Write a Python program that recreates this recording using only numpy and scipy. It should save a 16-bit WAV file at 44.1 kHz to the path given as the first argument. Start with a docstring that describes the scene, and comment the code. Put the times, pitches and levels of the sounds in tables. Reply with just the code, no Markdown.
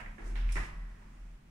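"""A door shuts in a bare stairwell

A few light knocks and a brief swish lead to the bright snap of the latch and the thump of the leaf,
which rings on in its normal modes. Each impact is a short burst of chatter, and the hard walls answer
it with dense reverberation. A deep rumble swells and fades over faint rustling and quiet room noise."""
import sys
import numpy as np
from scipy import signal
from scipy.fft import rfft, irfft
from scipy.io import wavfile
from scipy.ndimage import uniform_filter1d

SR = 44100
rng = np.random.default_rng(int(sys.argv[2]) if len(sys.argv) > 2 else 0)


def log_audio(samples):
    """Write samples as a 16-bit WAV file to the path given in sys.argv[1]."""
    # one column per channel
    frames = np.atleast_2d(samples).T
    # limit to full scale, then quantise
    limited = np.clip(frames, -1, 1)
    pcm = np.round(limited * 32767).astype(np.int16)
    wavfile.write(sys.argv[1], SR, pcm)


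N = 66150
T = np.arange(N) / SR
HZ = np.fft.rfftfreq(2 * N, 1 / SR)

# correlation of the diffuse field between the two microphones: f/Hz, coefficient
COHERENCE = [(30, 1), (140, 1), (250, 0.84), (480, -.2), (1000, 0), (3000, 0.01), (16000, 0)]
# balance, left minus right: f/Hz, level/dB
BALANCE = [(100, -0.5), (200, 0.4), (380, 0), (700, -2), (1300, -4), (2400, -1.5), (4000, 1), (8000, -0.6),
           (15000, -4)]


def amp(db):
    """Amplitude ratio for a level in decibels."""
    return 10 ** (np.asarray(db) / 20)


def unit(x):
    """Normalisation to rms 1."""
    return x / np.sqrt(np.mean(x ** 2) + 1e-20)


def at_hz(points, hz=HZ):
    """Interpolation on a logarithmic frequency axis."""
    f, value = np.transpose(points)
    return np.interp(np.log(hz + 1), np.log(f + 1), value)


def curve(points):
    """Linear interpolation in time."""
    return np.interp(T, *np.transpose(points))


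def peak(hz, octaves):
    """A spectral peak: a Gaussian of height 1 in log frequency."""
    return np.exp(-.5 * (np.log2((HZ + 1) / hz) / octaves) ** 2)


def add(mix, start_s, sound):
    """Superposition of a delayed stereo sound on the mix."""
    part = mix[:, max(round(start_s * SR), 0):]
    part += sound[:, :part.shape[1]]


def colour(x, spectrum_db):
    """Minimum-phase filtering by a spectrum of unit power, tilted by the stereo balance."""
    gain = unit(amp(spectrum_db)) * amp(np.outer([.5, -.5], at_hz(BALANCE)))
    cepstrum = irfft(np.log(gain + 1e-6))
    cepstrum[:, 1:N] *= 2  # folding the cepstrum makes the filter causal
    cepstrum[:, N + 1:] = 0
    return irfft(rfft(x, 2 * N) * np.exp(rfft(cepstrum)))[:, :N]


def diffuse_field():
    """White noise at two points, coherent at long wavelengths and incoherent at short ones."""
    common, independent = rfft(rng.standard_normal((2, 2 * N)))
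    coherence = at_hz(COHERENCE)
    right = coherence * common + np.sqrt(1 - coherence ** 2) * independent
    return irfft(np.array([common, right]))[:, :N]


def noise(spectrum):
    """Stationary diffuse noise of a given spectrum, rms 1."""
    return unit(colour(diffuse_field(), at_hz(spectrum)))


def room():
    """The noise floor: a slowly settling diffuse field and a low hum that dies away."""
    # room noise spectrum: f/Hz, relative level/dB
    air_spectrum = [(20, 5.5), (60, -7), (100, -1), (165, 1), (260, -6), (450, -19), (900, -21),
                    (2000, -24), (3300, -25), (5500, -33.5), (10000, -36), (12500, -35), (16000, -40)]
    # hum envelope: t/s, level/dB
    hum_envelope = [(0.0, -62), (0.2, -59.5), (0.4, -58), (0.55, -67.5), (0.8, -66), (1.5, -81)]
    air_db, fall_db_per_s, hum_hz = -58, 1.5, 215.9
    hum = np.sqrt(2) * amp(curve(hum_envelope)) * np.sin(2 * np.pi * (hum_hz * T + rng.random()))
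    return amp(air_db - fall_db_per_s * T) * noise(air_spectrum) + hum


def rumble():
    """A deep resonance, modulated in amplitude and frequency, with a weak skirt of noise."""
    # swell and fade: t/s, level/dB
    envelope = [(0.0, -56), (0.036, -48.5), (0.1, -42.5), (0.192, -62), (0.22, -45.5), (0.258, -37),
                (0.484, -28), (0.622, -34.5), (0.668, -47.5), (0.726, -47), (0.802, -37.5), (0.94, -46.5),
                (0.986, -53.5), (1.178, -52), (1.228, -45), (1.366, -49.5), (1.398, -73), (1.5, -53)]
    # pitch: t/s, f/Hz
    pitch = [(0.0, 32.16), (0.12, 34.68), (0.24, 36.74), (0.33, 40.14), (0.55, 40.87), (0.8, 40.4),
             (1.1, 40.3), (1.5, 39.36)]
    # noise around the tone: f/Hz, relative level/dB
    skirt = [(15, 2), (35, 7), (60, 0.5), (100, -4), (140, -13.5), (250, -27.5), (600, -51), (16000, -99)]
    tone = np.sqrt(2) * np.sin(2 * np.pi * np.cumsum(curve(pitch)) / SR)
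    return amp(curve(envelope)) * (tone + amp(-16) * noise(skirt))


def rubbing():
    """Friction noise: a bright swish, a dull scuff, a light scrape before the latch, a faint rustle."""
    # envelopes: t/s, level/dB
    swish = [(0.0, -74), (0.16, -72), (0.225, -67.5), (0.275, -61), (0.33, -64.5), (0.45, -75), (0.55, -62),
             (0.7, -105)]
    scuff = [(0.16, -90), (0.195, -52.5), (0.25, -52.5), (0.32, -53), (0.42, -62), (0.55, -63),
             (0.75, -100)]
    scrape = [(0.345, -105), (0.37, -54), (0.45, -56), (0.53, -55), (0.7, -105)]
    rustle = [(0.0, -63), (0.16, -70.5), (0.95, -66), (1.04, -65.5), (1.17, -65), (1.34, -67),
              (1.42, -70.5), (1.5, -68)]
    # spectra: f/Hz, relative level/dB
    swish_spectrum = [(100, -31), (3500, -11), (4500, -8.5), (5600, -2), (8000, -4.5), (10000, -6),
                      (12000, -21), (16000, -21)]
    scuff_spectrum = [(60, 0), (200, -13), (340, 4), (500, -10), (900, -8.5), (2200, -11), (3200, -25),
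                      (6000, -27.5), (16000, -66)]
    scrape_spectrum = [(100, -12.5), (700, -5), (1500, 2), (2700, 1), (3700, -5), (4400, -11.5),
                       (5500, -7.5), (6600, -22.5), (10000, -27), (16000, -29)]
    rustle_spectrum = [(100, 3), (500, -2.5), (1100, -4), (2400, -3.5), (3600, -12.5), (5500, -8),
                       (10000, -13), (12000, -29), (16000, -20.5)]
    strokes = [(swish, swish_spectrum), (scuff, scuff_spectrum),
               (scrape, scrape_spectrum), (rustle, rustle_spectrum)]
    return sum(amp(curve(envelope)) * noise(spectrum) for envelope, spectrum in strokes)


def stairwell():
    """Double-slope reverberation of coupled spaces: quick on the landing, long and faint up the shaft."""
    # reverberation times: f/Hz, T60/s
    landing_t60 = [(80, 0.68), (350, 0.36), (1000, 0.6632), (2000, 0.325), (4000, 0.74), (8000, 0.62),
                   (13000, 0.8)]
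    shaft_t60 = [(100, 3), (1000, 3.52), (2500, 1.4), (5000, 2.2), (12000, .6)]
    # initial share of the shaft relative to the landing: f/Hz, level/dB
    shaft_share = [(100, -11), (250, -21), (500, -16), (1500, -17.5), (4000, -16.5), (12000, -30)]
    build_s = 0.0027
    hz, t, field = signal.stft(diffuse_field(), SR, nperseg=256)
    hz = hz[:, None]
    landing = amp(-60 * t / at_hz(landing_t60, hz))
    shaft = amp(at_hz(shaft_share, hz) - 60 * t / at_hz(shaft_t60, hz))
    tail = signal.istft(field * np.hypot(landing, shaft), SR, nperseg=256)[1][:, :N]
    return unit(tail * (1 - np.exp(-T / build_s))) / np.sqrt(N)


def impact(spectrum_db, rattle_s, left_db, right_db):
    """A chattering contact: direct sound, at the given left and right gains, plus reverberant field."""
    chatter = rng.standard_normal((2, N)) ** 3 * np.exp(-T / rattle_s)  # cubing makes the noise spiky
    chatter /= np.linalg.norm(chatter, axis=1, keepdims=True)
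    low_cut = signal.butter(2, 250, "high", fs=SR, output="sos")
    direct = signal.sosfilt(low_cut, chatter) * amp([[left_db], [right_db]])
    return colour(direct + stairwell(), spectrum_db) * np.sqrt(SR / 10)  # energy referred to 0.1 s


def knocks():
    """Impulsive excitation: each light knock has its own body, edge and brief resonance."""
    # knocks: t/s, level/dB, body/dB, edge/dB, rattle decay/s, ring f/Hz, ring/dB, direct sound/dB
    strikes = [(0.0, -47.5, -8, -7.5, 0.0097, 1560, 2, -7), (0.061, -54.5, -5, -14, .003, 2090, 7.5, -3.5),
               (0.1812, -54.5, 8, -8.5, 0.011, 1790, 7.5, -2.5), (0.354, -50, -9, 4, .012, 1790, 5, -4.5),
               (0.4904, -54.5, -12, 2, 0.0028, 2400, 13, -4), (1.015, -71.5, 6, -11, 0.01, 984, 17, 1.5)]
    # spectrum common to the knocks: f/Hz, relative level/dB
    spectrum = [(40, 3.5), (150, 1.5), (330, -1), (480, -1), (800, -2.5), (1300, -5), (1800, 1.5),
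                (2400, -2.5), (3200, -10.5), (4300, -17.5), (6000, -27), (10000, -32), (15000, -44.5)]
    shade_db = 9  # the direct sound is weaker on the left
    out = np.zeros((2, N))
    for start_s, db, body_db, edge_db, rattle_s, ring_hz, ring_db, direct_db in strikes:
        tone_db = at_hz(spectrum) + body_db * peak(hz=338, octaves=0.63)
        tone_db += edge_db * peak(hz=3840, octaves=0.32)
        tone_db += ring_db * peak(ring_hz, octaves=0.14)
        add(out, start_s, amp(db) * impact(tone_db, rattle_s, direct_db - shade_db, direct_db))
    return out


def latch():
    """Brief metal contacts radiate treble: the latch ticks, then snaps twice, close on the right."""
    # contacts: t/s, level/dB
    snaps = [(0.495, -77.5), (0.5212, -58), (0.5244, -59.5)]
    # latch spectrum: f/Hz, relative level/dB
    spectrum = [(100, -43), (2000, -18), (3500, -6), (4600, -9), (5300, 6), (6000, -3.5), (6700, -1.5),
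                (8000, 1), (10200, -0.5), (11800, -11.5), (13500, -34), (16000, -48)]
    out = np.zeros((2, N))
    for start_s, db in snaps:
        add(out, start_s, amp(db) * impact(at_hz(spectrum), rattle_s=0.0045, left_db=-6.5, right_db=-0.5))
    return out


def door():
    """Impact and free vibration: the leaf hits its frame, rattles and rings in damped normal modes."""
    # blows on the frame: t/s, level/dB, clank of the metal fittings/dB
    thumps = [(0.5559, -42, -1.5), (0.5675, -42, 6.5), (0.6, -53, 4), (0.636, -52, -2)]
    # thump spectrum: f/Hz, relative level/dB
    spectrum = [(40, 9.5), (90, 7.5), (122, -2), (155, 7.5), (205, -6.5), (350, 1), (500, -9), (750, -6),
                (1050, -2.5), (1450, -2.5), (1900, 0.5), (2500, -3), (3200, -15), (4400, -22), (5400, -21),
                (7500, -23), (10000, -41), (15000, -46)]
    # modes of the leaf: f/Hz, level/dB, T60/s
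    modes = [(76.1, -46, 0.74), (153, -44.5, 0.53), (343, -53.5, 0.6), (397, -51, 0.33), (595, -60.5, 1),
             (1006, -61.5, .5), (1228, -50, .5), (1500, -61, 0.95), (1685, -52.5, 0.81), (1712, -51, .55),
             (1948, -49, 0.43), (1950, -44.5, 0.76), (2207, -67, 0.3), (2364, -53, 0.3)]
    first_blow_s, rise_s = thumps[0][0], 0.0058
    out = np.zeros((2, N))
    for start_s, db, clank_db in thumps:
        tone_db = at_hz(spectrum) + clank_db * peak(hz=1900, octaves=0.092)
        add(out, start_s, amp(db) * impact(tone_db, rattle_s=0.003, left_db=-10.5, right_db=-6.5))
    for hz, db, t60 in modes:
        phase_spread = 1 - at_hz(COHERENCE, hz)
        phase = 2 * np.pi * (rng.random() + phase_spread * rng.random((2, 1)))
        pan = amp(np.array([[.5], [-.5]]) * at_hz(BALANCE, hz))
        ring = np.sin(2 * np.pi * hz * T + phase) * (1 - np.exp(-T / rise_s))
        add(out, first_blow_s, pan * amp(db - 60 * T / t60) * ring)
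    return out


def scene():
    """Superposition of all sources at the two microphones."""
    return knocks() + latch() + door() + rumble() + rubbing() + room()


def record(dry):
    """Downward expansion: a noise suppressor turns quiet treble down; a low-pass then limits the band."""
    split_hz, edge_hz = 3200, 15750
    threshold_db, knee_db, max_cut_db = -62, 2, 5
    treble = signal.sosfiltfilt(signal.butter(3, split_hz, "high", fs=SR, output="sos"), dry)
    power = uniform_filter1d((treble ** 2).mean(0), size=1000)
    level_db = 10 * np.log10(abs(power) + 1e-14)
    cut_db = max_cut_db * (1 - np.tanh((level_db - threshold_db) / knee_db)) / 2
    suppressed = dry + treble * (amp(-cut_db) - 1)
    low_pass = signal.firwin(511, edge_hz, window=("kaiser", 9), fs=SR)
    return signal.oaconvolve(suppressed, low_pass[None], "same")


dry = scene()
out = record(dry)
log_audio(out)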